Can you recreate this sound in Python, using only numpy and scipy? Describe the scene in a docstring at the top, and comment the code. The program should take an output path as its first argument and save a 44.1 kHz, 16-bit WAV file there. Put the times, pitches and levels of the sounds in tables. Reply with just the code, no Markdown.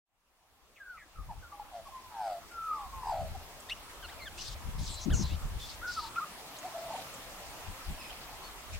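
"""You hear a magpie singing by a calm sea, fading in: falling whistles and warbles, then squeaks,
hisses and bill clicks. Its voice box (the syrinx) has two sides: one alone whistles, and both together
beat against each other and warble. Small waves wash and splash behind it, gusts of wind thump on the
microphone, and near the end a thin call comes from farther off."""
import sys
import numpy as np
from scipy import signal
from scipy.fft import rfft, irfft, next_fast_len
from scipy.io import wavfile

SR = 44100
rng = np.random.default_rng(int(sys.argv[2]) if len(sys.argv) > 2 else 0)


def waveform_to_disk(signal):
    """Save audio, clipped to [-1, 1], as 16-bit WAV at the path in sys.argv[1]."""
    frames = np.transpose(np.atleast_2d(signal))
    scaled = np.clip(frames, -1, 1) * 32767
    samples = np.round(scaled).astype(np.int16)
    wavfile.write(sys.argv[1], SR, samples)


N = 387971
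TIME = np.arange(N) / SR
CUTOFF_HZ = 15900

# how alike the water sounds in both ears: f/Hz, likeness (1 same, 0 unrelated, -1 opposite)
WATER_LIKENESS = [(300, 0.79), (700, 0.88), (1400, 0.52), (2500, -0.11), (4400, -0.32), (7000, 0.017)]


def from_db(db):
    return 10 ** (np.asarray(db) / 20)


def rms_one(x):
    """Scale a sound to an average strength (rms) of 1."""
    return x / np.sqrt(np.mean(x ** 2) + 1e-20)


def pan(left_db):
    """Left and right gains, with the left louder by left_db."""
    return from_db(np.array([[left_db], [-left_db]]) / 2)


def in_time(rows, t=TIME):
    """The columns of a curve at times t."""
    s, *columns = np.transpose(rows)
    return [np.interp(t, s, c) for c in columns]


def at_hz(points, hz):
    """A curve's value at hz, with octaves evenly spaced."""
    point_hz, values = np.transpose(points)
    return np.interp(np.log(hz), np.log(point_hz), values)


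def filtered(x, order, hz, kind="low"):
    """Keep the sound below hz, or within a band; a higher order cuts more sharply."""
    return signal.sosfilt(signal.butter(order, hz, kind, fs=SR, output="sos"), x)


def drift(rate):
    """A random wander of size about 1 that changes rate times a second."""
    knots = rng.standard_normal(int(N / SR * rate) + 3)
    return rms_one(np.interp(TIME * rate, np.arange(len(knots)), knots))


def swell(s, half_s):
    """A rounded rise and fall of height 1 around time s."""
    return 1 / np.cosh(np.clip((TIME - s) / half_s, -30, 30))


def turn(hz):
    """The phase of a vibration: how far it has turned so far."""
    return 2 * np.pi * np.cumsum(hz) / SR


# A note is one glide under one swell. Its columns are: t/s, length/s, from/Hz, to/Hz,
# bow/Hz (bend at mid-glide), level/dB, crest (where it is loudest: 0 start, 1 end).
def notes(table, ends_db, roundness=0.79, edge_s=0.0021):
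    """Each note's samples, pitch, gain and extra columns; the swell is ends_db at both ends."""
    for start, length, from_hz, to_hz, bow_hz, peak_db, crest, *extra in table:
        span = slice(int(start * SR), min(int((start + length) * SR), N))
        along = np.linspace(0, 1, span.stop - span.start)
        hz = from_hz + (to_hz - from_hz) * along + bow_hz * 4 * along * (1 - along)
        crest = np.clip(crest, .05, .95)
        off_crest = np.maximum((crest - along) / crest, (along - crest) / (1 - crest))
        gate = np.sin(np.pi / 2 * np.clip(np.minimum(along, 1 - along) * length / edge_s, 0, 1))
        yield span, hz, gate * from_db(peak_db + ends_db * off_crest ** roundness), extra


def noise(spectrum, likeness, patchy_db, patch_rate):
    """Stereo noise of strength near 1, in third-octave bands that each flicker on their own."""
    low, high = spectrum[0][0], min(spectrum[-1][0] * 1.1, .45 * SR)
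    edges = np.geomspace(low, high, int(3 * np.log2(high / low)) + 2)
    white = rng.standard_normal((2, 2, N))
    out, power = 0, 0
    for k, band in enumerate(zip(edges, edges[1:])):
        mid, side = filtered(white[k % 2], 2, band, "band")
        hz = np.sqrt(band[0] * band[1])
        alike = at_hz(likeness, hz)
        stereo = np.sqrt(1 + alike) * mid + np.sqrt(1 - alike) * side * [[1], [-1]]
        gain = from_db(at_hz(spectrum, hz))
        power += gain ** 2 * 2 * np.var(mid)
        out += gain * from_db(patchy_db * drift(patch_rate)) * stereo
    return out / np.sqrt(power)


def squeal(hz, half_width_hz):
    """Narrow noise of strength 1 around a moving pitch."""
    eddies = rms_one(filtered(rng.standard_normal((2, N)), 2, half_width_hz))[:, :len(hz)]
    return eddies[0] * np.cos(turn(hz)) + eddies[1] * np.sin(turn(hz))


def sea(foam_db=0.92):
    """Small waves wash over the shallows and their foam fizzes."""
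    # the rise and fall of the wash: t/s, level/dB
    shore = [(1.7, -58.5), (3.5, -54), (5.5, -52.5), (7.1, -49.5), (8.8, -52)]
    # the tone of the water and of its foam: f/Hz, level/dB
    wash_spectrum = [(100, -4), (250, -4), (450, -4.5), (720, 1), (900, 0), (1200, 0.5), (1650, -16.5),
                     (2400, -20)]
    foam_spectrum = [(1500, -0.5), (2500, 0.5), (5500, -4), (10000, -7.5), (15500, -10)]
    wash_db, = in_time(shore)
    wash = noise(wash_spectrum, WATER_LIKENESS, patchy_db=2.5, patch_rate=16)
    foam = noise(foam_spectrum, WATER_LIKENESS, patchy_db=1.32, patch_rate=25)
    return from_db(wash_db) * (wash + from_db(foam_db) * foam)


def wind(flutter_db=-9, firm_gust_db=-38, flutter_steepness=1.75):
    """Breeze and gusts rumble on the microphone; hard gusts add a flutter, most on the windward left."""
    # gusts: t/s, level/dB, half length/s
    buffets = [(1.199, -38.5, 0.02), (1.297, -41.5, 0.046), (1.398, -45, 0.032), (2.854, -49, .025),
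               (2.978, -49, .035), (3.121, -46, 0.047), (3.237, -38, 0.036), (3.34, -42, 0.025),
               (4.53, -41, 0.028), (4.68, -34, 0.016), (4.749, -37, 0.029), (4.82, -34, .022),
               (4.913, -39.5, 0.026), (5.14, -31, 0.034), (5.229, -32.5, 0.025), (5.334, -35.5, 0.032),
               (5.453, -36.5, .022), (5.557, -39, 0.038), (7.7, -41, 0.016), (7.905, -38.5, 0.02),
               (8.765, -43, 0.047)]
    # the light breeze between them: t/s, level/dB
    breeze = [(2.4, -63.5), (5.5, -46.5), (6.5, -67.5), (7.6, -56)]
    # the tone of the low rumble and the higher flutter: f/Hz, level/dB
    rumble_spectrum = [(22, 4), (45, -0.5), (80, -3), (120, -15.5), (170, -35)]
    flutter_spectrum = [(100, 9.5), (170, 4.5), (250, -10), (400, -14.5), (900, -29)]
    # how alike the wind is in both ears: f/Hz, likeness
    likeness = [(30, .42), (300, .3)]
    gusts = np.sqrt(sum((from_db(db) * swell(s, half_s)) ** 2 for s, db, half_s in buffets))
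    breeze_db, = in_time(breeze)
    lumps_db = 3.2 * drift(40)
    rumble_gain = np.hypot(gusts, from_db(breeze_db)) * from_db(lumps_db / 2)
    hardness = gusts / from_db(firm_gust_db)
    flutter_gain = from_db(firm_gust_db + flutter_db + lumps_db) * hardness ** flutter_steepness
    rumble = rumble_gain * noise(rumble_spectrum, likeness, patchy_db=3.5, patch_rate=14)
    flutter = flutter_gain * noise(flutter_spectrum, likeness, patchy_db=2.0, patch_rate=28)
    return pan(left_db=3) * rumble + pan(left_db=6) * flutter


def warbles(jitter=.035, shimmer_db=2, count=4):
    """Both sides of the voice box sing and beat; rough notes waver more and add tones above the pair."""
    # two-sided notes: the note columns, beat/Hz, second side against first/dB, roughness
    two_sided_notes = [ (.755, 0.05, 2880, 1720, -150, -53, 0.3, 224, -9, 1.1),
                       (.828, 0.079, 1645, 1516, 13, -46, 0.7, 108, -2, 0.07),
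                       (.965, 0.095, 2330, 1700, -80.5, -64, 0.24, 140, 13, 0.75),
                       (1.15, 0.097, 1350, 1190, -41, -49, 0.4, 86, -10, 0.57),
                       (1.305, 0.043, 890, 800, -21, -42.5, 0.2, 111, -7, 0.7),
                       (1.708, 0.116, 811, 686.5, -62.5, -41.5, 0.6, 106.6, -12.5, 0.62),
                       (2.92, 0.12, 1102, 998, 1, -43, 0.2, 171, -9, 0.2)]
    out = np.zeros(N)
    waver, beat_waver = jitter * drift(300), jitter * drift(300)
    first_gain, second_gain = from_db(shimmer_db * drift(70)), from_db(shimmer_db * drift(70))
    for span, hz, gain, extra in notes(two_sided_notes, ends_db=-17, roundness=2.7, edge_s=0.012):
        beat_hz, second_db, rough = extra
        phase = turn(hz * (1 + rough * waver[span]))
        beat = turn(beat_hz + hz * rough * beat_waver[span] / 2)
        first = first_gain[span] * np.sin(phase)
        second = second_gain[span] * np.sin(phase - beat)
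        above = sum(rough ** k / k * np.sin(phase + k * beat) for k in range(1, count + 1))
        out[span] += np.sqrt(2) * gain * (first + from_db(second_db) * (second + above))
    return out


def whistles(jitter=0.01, shimmer_db=2.0, second_db=-38, third_db=-34):
    """One side of the voice box sings an almost pure tone."""
    # clear notes: the note columns
    clear_notes = [ (.80, 0.043, 1690, 1530, -18, -36, 0.3), (.888, 0.097, 1537, 1220, 23, -38, 0),
                   (1.29, 0.034, 988, 842, -3.5, -35, 0.56), (1.425, 0.059, 1590, 1415, -99, -47, 0.28),
                   (1.515, 0.045, 1187, 1130, 0, -46, 0.2), (1.525, 0.079, 832, 818, -7, -47.5, 0.2),
                   (1.596, 0.036, 890, 817, -31, -34.5, 0.03), (1.855, 0.034, 1130, 1085, -1, -46, 0.54),
                   (1.882, 0.019, 855, 736, -2, -45.5, 0.36), (1.92, 0.088, 1078, 1003, -3, -44, 0.5),
                   (2.012, 0.09, 1042, 980, 20, -50.5, 0.36), (2.73, 0.15, 905, 722, 21, -44, 0.6),
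                   (3.344, 0.029, 850, 716, -25, -39.5, 0.3), (5.815, 0.049, 1253, 1506, 71, -37.5, 0.76),
                   (5.85, 0.071, 1395, 1433, 34, -32, 0.68), (5.965, 0.044, 1367, 1204, 0, -31, 0.65),
                   (6.005, 0.083, 1000, 893, -29, -43, 0.44), (6.158, 0.045, 1265, 1310, 96, -29, 0.6),
                   (6.198, 0.051, 1004, 1138, 170, -33.5, 0.67), (6.63, 0.058, 609, 650, 113, -36.5, 0.45),
                   (6.9, 0.025, 820, 910, 2, -40.5, 0.5), (6.924, 0.032, 970, 607, 16, -35.5, 0.9),
                   (6.948, 0.021, 877, 910, 4, -37, 0.6), (6.977, 0.022, 730, 776, 5, -37.5, 1)]
    out = np.zeros(N)
    waver, shimmer = 1 + jitter * drift(200), shimmer_db * drift(150)
    for span, hz, gain, _ in notes(clear_notes + stutter(), ends_db=-10):
        phase = turn(hz * waver[span])
        overtones = from_db(second_db) * np.sin(2 * phase) + from_db(third_db) * np.sin(3 * phase)
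        out[span] += np.sqrt(2) * gain * from_db(shimmer[span]) * (np.sin(phase) + overtones)
    return out


def rasp(song, low_hz=950, rasp_db=-19, half_width_hz=170, upper_ratio=1.627, upper_db=-4):
    """Low, wide swings slap the voice box's membranes together: a buzz, and two windpipe rings."""
    # the tone of the buzz: f/Hz, level/dB
    buzz_spectrum = [(1200, 0.5), (1600, -6.5), (2300, -11.5), (3600, -15), (4600, -9.5), (6300, -34),
                     (12200, -24)]
    # the windpipe's gliding lower ring: t/s, f/Hz, level against the low notes/dB
    windpipe = [(2.15, 5570, -40), (2.25, 5000, -28.5), (2.37, 4660, -36), (3.02, 5030, -29),
                (3.1, 4860, -26), (3.16, 4300, -38)]
    size = next_fast_len(N)
    swing = signal.hilbert(filtered(song, 6, low_hz), size)[:N]  # strength and phase of the low notes
    phase = np.angle(swing) + .25 * drift(900)  # uneven slaps blur the high overtones
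    buzz = np.abs(swing) * sum(np.cos(k * phase) for k in range(2, 16))
    colour = from_db(at_hz(buzz_spectrum, np.arange(size // 2 + 1) * SR / size + 1))
    buzz = irfft(rfft(buzz, size) * colour, size)[:N]
    hz, ring_db = in_time(windpipe)
    ring = squeal(hz, half_width_hz) + from_db(upper_db) * squeal(upper_ratio * hz, half_width_hz)
    return from_db(rasp_db) * buzz + from_db(ring_db) * np.abs(swing) * ring


def surroundings(x, scatter_db=-22, tail_s=0.72, dull_hz=5000, echo_s=0.055, echo_db=-16):
    """Trunk, bench and ground scatter a faint stereo tail; something farther off sends one dull echo."""
    t = TIME[:SR // 2]
    tail = rng.standard_normal((2, len(t))) * from_db(-60 * t / tail_s) * (t > .005)
    tail /= np.sqrt(np.sum(tail ** 2) / 2)
    echo = filtered(signal.unit_impulse(len(t), int(echo_s * SR)), 2, 1800)
    echoes = filtered(from_db(scatter_db) * tail + from_db(echo_db) * echo, 1, dull_hz)
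    return signal.fftconvolve(x[None], echoes, axes=1)[:, :N]


def carols(flick=0.2, unsteady=0.234, shimmer_db=1.5, overtone_db=-16):
    """The two sides of the voice box pull on each other, so the pitch swings up and down in each beat."""
    # three long falling notes, each a curve:
    # t/s, f/Hz, level/dB, beat/Hz, second side against first/dB, pitch swing/Hz
    curves = [
        [(2.1, 1005, -56.5, 115.1, 4, 16), (2.2, 872, -36.5, 114.4, -2, 36), (2.295, 746, -36.5, 96.3, -3, 34),
         (2.372, 667, -42, 94, -23, 46), (2.395, 674, -53, 95, -15, 40)],
        [(2.505, 1420, -57, 64.4, -30, 3), (2.585, 1345, -40.5, 65, -25, 6), (2.65, 1326, -38.5, 66.8, -13, 22),
         (2.725, 1250, -33, 70.2, -19, 21), (2.8, 1130, -43.5, 80.3, -13, 65), (2.91, 1045, -54, 85, -16, 70)],
        [(3.02, 1030, -42, 88.2, -9, 70), (3.06, 924, -40.5, 89, 0, 96), (3.1, 903, -32, 79.5, -9, 65.5),
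         (3.14, 754, -36.5, 68.9, -13, 110.6), (3.21, 677, -37.5, 69.7, -21, 70),
         (3.29, 633, -52, 71.5, -7, 45)],
    ]
    out = np.zeros(N)
    for curve in curves:
        span = slice(int(curve[0][0] * SR), int(curve[-1][0] * SR))
        hz, db, beat_hz, second_db, swing_hz = in_time(curve, TIME[span])
        waver, stumble, shimmer = (drift(250)[span] for _ in range(3))
        beat = turn(beat_hz + unsteady * swing_hz * stumble)  # wide swings are less steady
        phase = turn(hz + swing_hz * (np.sin(beat) - flick * np.cos(2 * beat) + unsteady * waver))
        second_gain = from_db(second_db)
        reedy_side = np.sin(phase - beat) + from_db(overtone_db) * np.sin(2 * (phase - beat))
        pair = (np.sin(phase) + second_gain * reedy_side) / np.hypot(1, second_gain)
        soft_ends = signal.windows.tukey(len(hz), .05)
        out[span] += np.sqrt(2) * from_db(db + shimmer_db * shimmer) * pair * soft_ends
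    return out


def clicks(decay_s=0.0082, band_ratio=1.05, level_db=-6):
    """Each click is a short burst of noise that dies away around its own pitch."""
    # bill snaps and small dry clicks: t/s, level/dB, f/Hz
    snaps = [(3.6012, -45.5, 7850), (3.697, -31.5, 3500), (6.1587, -36.5, 2450), (6.565, -41.5, 3970),
             (6.586, -40.5, 6640), (6.6287, -42, 2070), (7.1404, -40.5, 7360)]
    out, t = np.zeros(N), TIME[:SR // 20]
    for s, db, hz in snaps:
        burst = rms_one(filtered(rng.standard_normal(len(t)), 1, [hz / band_ratio, hz * band_ratio], "band"))
        start = int(s * SR)
        out[start:start + len(t)] += from_db(db + level_db) * burst * np.exp(-t / decay_s)
    return out


def squeaks(jitter=.025, shimmer_db=1.3, slope_db=-6.0, count=5):
    """Fast, reedy glides whose overtones are shaped by the throat."""
    # squeaks: the note columns
    reedy_notes = [ (3.688, 0.025, 1686, 2260, 62, -41.5, 0.65), (3.706, 0.03, 2490, 2850, 152, -34, 0.48),
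                   (4.025, 0.038, 1646, 1340, -40, -43.5, 0.66),
                   (4.078, 0.028, 1570, 2320, -220, -50, 0.75), (4.11, 0.034, 1690, 1440, 10, -54, 0.45),
                   (4.19, 0.064, 2505, 2200, -250, -47, 0.7), (4.256, 0.034, 1924, 1480, -47, -43, 0.66),
                   (4.378, 0.028, 2570, 3000, 0, -44.5, 0.8), (4.86, 0.18, 4130, 4010, -0.5, -50.5, 0.7),
                   (5.098, 0.018, 1170, 1910, 3, -41, 1), (5.116, 0.039, 1856, 1320, -87, -41, 0.5),
                   (5.225, 0.056, 4030, 3970, -3, -47, 0.5), (5.298, 0.057, 2500, 3130, -5, -54, 0.3),
                   (5.598, 0.068, 3500, 3450, 42, -45.5, 0.68), (8.436, .05, 4230, 4200, 202, -52, 0.2)]
    # how the throat boosts or weakens each tone: f/Hz, gain/dB
    throat = [(1300, -5.5), (3000, 0.5), (4100, 4), (5000, -14.5)]
    out = np.zeros(N)
    waver, shimmer = 1 + jitter * drift(900), shimmer_db * drift(300)
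    k = np.arange(1, count + 1)[:, None]
    for span, hz, gain, _ in notes(reedy_notes, ends_db=-7):
        strengths = from_db(at_hz(throat, k * hz) + slope_db * (k - 1)) * (k * hz < CUTOFF_HZ)
        tone = np.sum(strengths * np.sin(k * turn(hz * waver[span])), axis=0)
        tone /= np.sqrt(np.sum(strengths ** 2, axis=0) / 2)
        out[span] += gain * from_db(-shimmer[span]) * tone
    return out


def splashes(spatter_db=2.5):
    """Little waves tip over on the shore, each in a short, wide spatter."""
    # splashes: t/s, level/dB, half length/s
    wavelets = [(3.905, -54.5, 0.0099), (6.99, -52, 0.043), (8.076, -56.5, 0.18), (8.747, -48.5, 0.014)]
    # their tone: f/Hz, level/dB
    spectrum = [(1400, -3.5), (2500, 2.5), (4000, -2), (11000, -16)]
    strength = sum(from_db(db) * swell(s, half_s) for s, db, half_s in wavelets)
    spatter = from_db(spatter_db * drift(250))
    return strength * spatter * noise(spectrum, WATER_LIKENESS, patchy_db=4.5, patch_rate=60)


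def hisses(half_width_hz=600, flutter_db=0.63, level_db=-2.5):
    """Air rushes through the open bill, with a noisy squeal that glides as the bill moves."""
    # hisses: the note columns, squeal against air/dB
    breaths = [ (4.37, 0.18, 5440, 4930, 0, -42, 0.27, -9), (4.78, 0.24, 4330, 4210, 5, -43.5, 0.47, -9),
               (4.88, 0.09, 8300, 7500, 4, -46, 0.8, 28), (5.0, 0.062, 6050, 6300, -4, -42, 0.54, 8),
               (5.125, .12, 6740, 5380, 255, -37, 0.24, 16), (5.195, .17, 5090, 3590, -300, -46.5, 0.4, 2),
               (5.583, .177, 5450, 4940, -4.5, -45.5, 0.68, -11),
               (5.865, 0.23, 4750, 4290, -0.5, -42.5, 0.23, 3)]
    # the tone of the rushing air: f/Hz, level/dB
    spectrum = [(2500, -5), (3200, 5.5), (3900, 8.5), (6000, 5), (8300, -0.5), (10500, -16), (14000, -24)]
    # how alike it is in both ears: f/Hz, likeness
    likeness = [(5000, 0.44), (12000, 0.37)]
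    air = noise(spectrum, likeness, patchy_db=3.0, patch_rate=50)
    out = np.zeros((2, N))
    for span, hz, gain, (squeal_db,) in notes(breaths, ends_db=-4.5, edge_s=0.018):
        share = from_db(squeal_db)
        out[:, span] += gain * (air[:, span] + share * squeal(hz, half_width_hz)) / np.hypot(1, share)
    return out * from_db(level_db + flutter_db * drift(200))


def slaps(band_hz=(160, 300), half_s=.016):
    """A tight swirl of wind flicks across the left side of the microphone."""
    # the hardest slaps of wind: t/s, level/dB
    hits = [(5.08, -25), (5.211, -29.5)]
    swirl = rms_one(filtered(rng.standard_normal(N), 3, band_hz, "band"))
    passing = sum(from_db(db) * np.exp(-((TIME - s) / half_s) ** 2) for s, db in hits)
    return passing * swirl * np.array([[1], [.1]])


def stutter(start_s=6.738, step_s=0.038, hz=668, db=-37, loss_db=1, crest=.42, count=5):
    """Note rows for one low whistle repeated back to back, weaker each time."""
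    return [(start_s + k * step_s, step_s, hz, hz, 0, db - k * loss_db, crest) for k in range(count)]


def far_call(octave_db=-3, jitter=0.007):
    """A bird farther off sings two thin notes, each with a strong tone an octave up."""
    # the call: the note columns
    thin_notes = [(7.992, 0.033, 2570, 2580, 0, -50, 0.8), (8.04, 0.068, 2600, 2480, 0, -52, 0.2)]
    out, waver = np.zeros(N), 1 + jitter * drift(520)
    for span, hz, gain, _ in notes(thin_notes, ends_db=-11):
        phase = turn(hz * waver[span])
        out[span] += np.sqrt(2) * gain * (np.sin(phase) + from_db(octave_db) * np.sin(2 * phase))
    return out


def magpie():
    """All of the magpie's sounds, slightly to the left, with their echoes."""
    song = whistles() + warbles() + carols()
    voice = song + squeaks() + clicks()
    hiss = hisses()
    direct = pan(left_db=1.0) * (voice + rasp(song)) + pan(left_db=2.5) * hiss
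    return direct + surroundings(voice + hiss.mean(axis=0))


def scene():
    """The birds in front of the sea, in the wind."""
    return magpie() + far_call() + sea() + splashes() + wind() + slaps()


def record(dry, fade_from_s=.05, fade_s=1.9):
    """The sound fades in, and the highest treble is cut off steeply."""
    faded = dry * np.clip((TIME - fade_from_s) / fade_s, from_db(-55), 1)
    return signal.sosfilt(signal.ellip(12, .1, 70, CUTOFF_HZ, fs=SR, output="sos"), faded)


dry = scene()
out = record(dry)
waveform_to_disk(out)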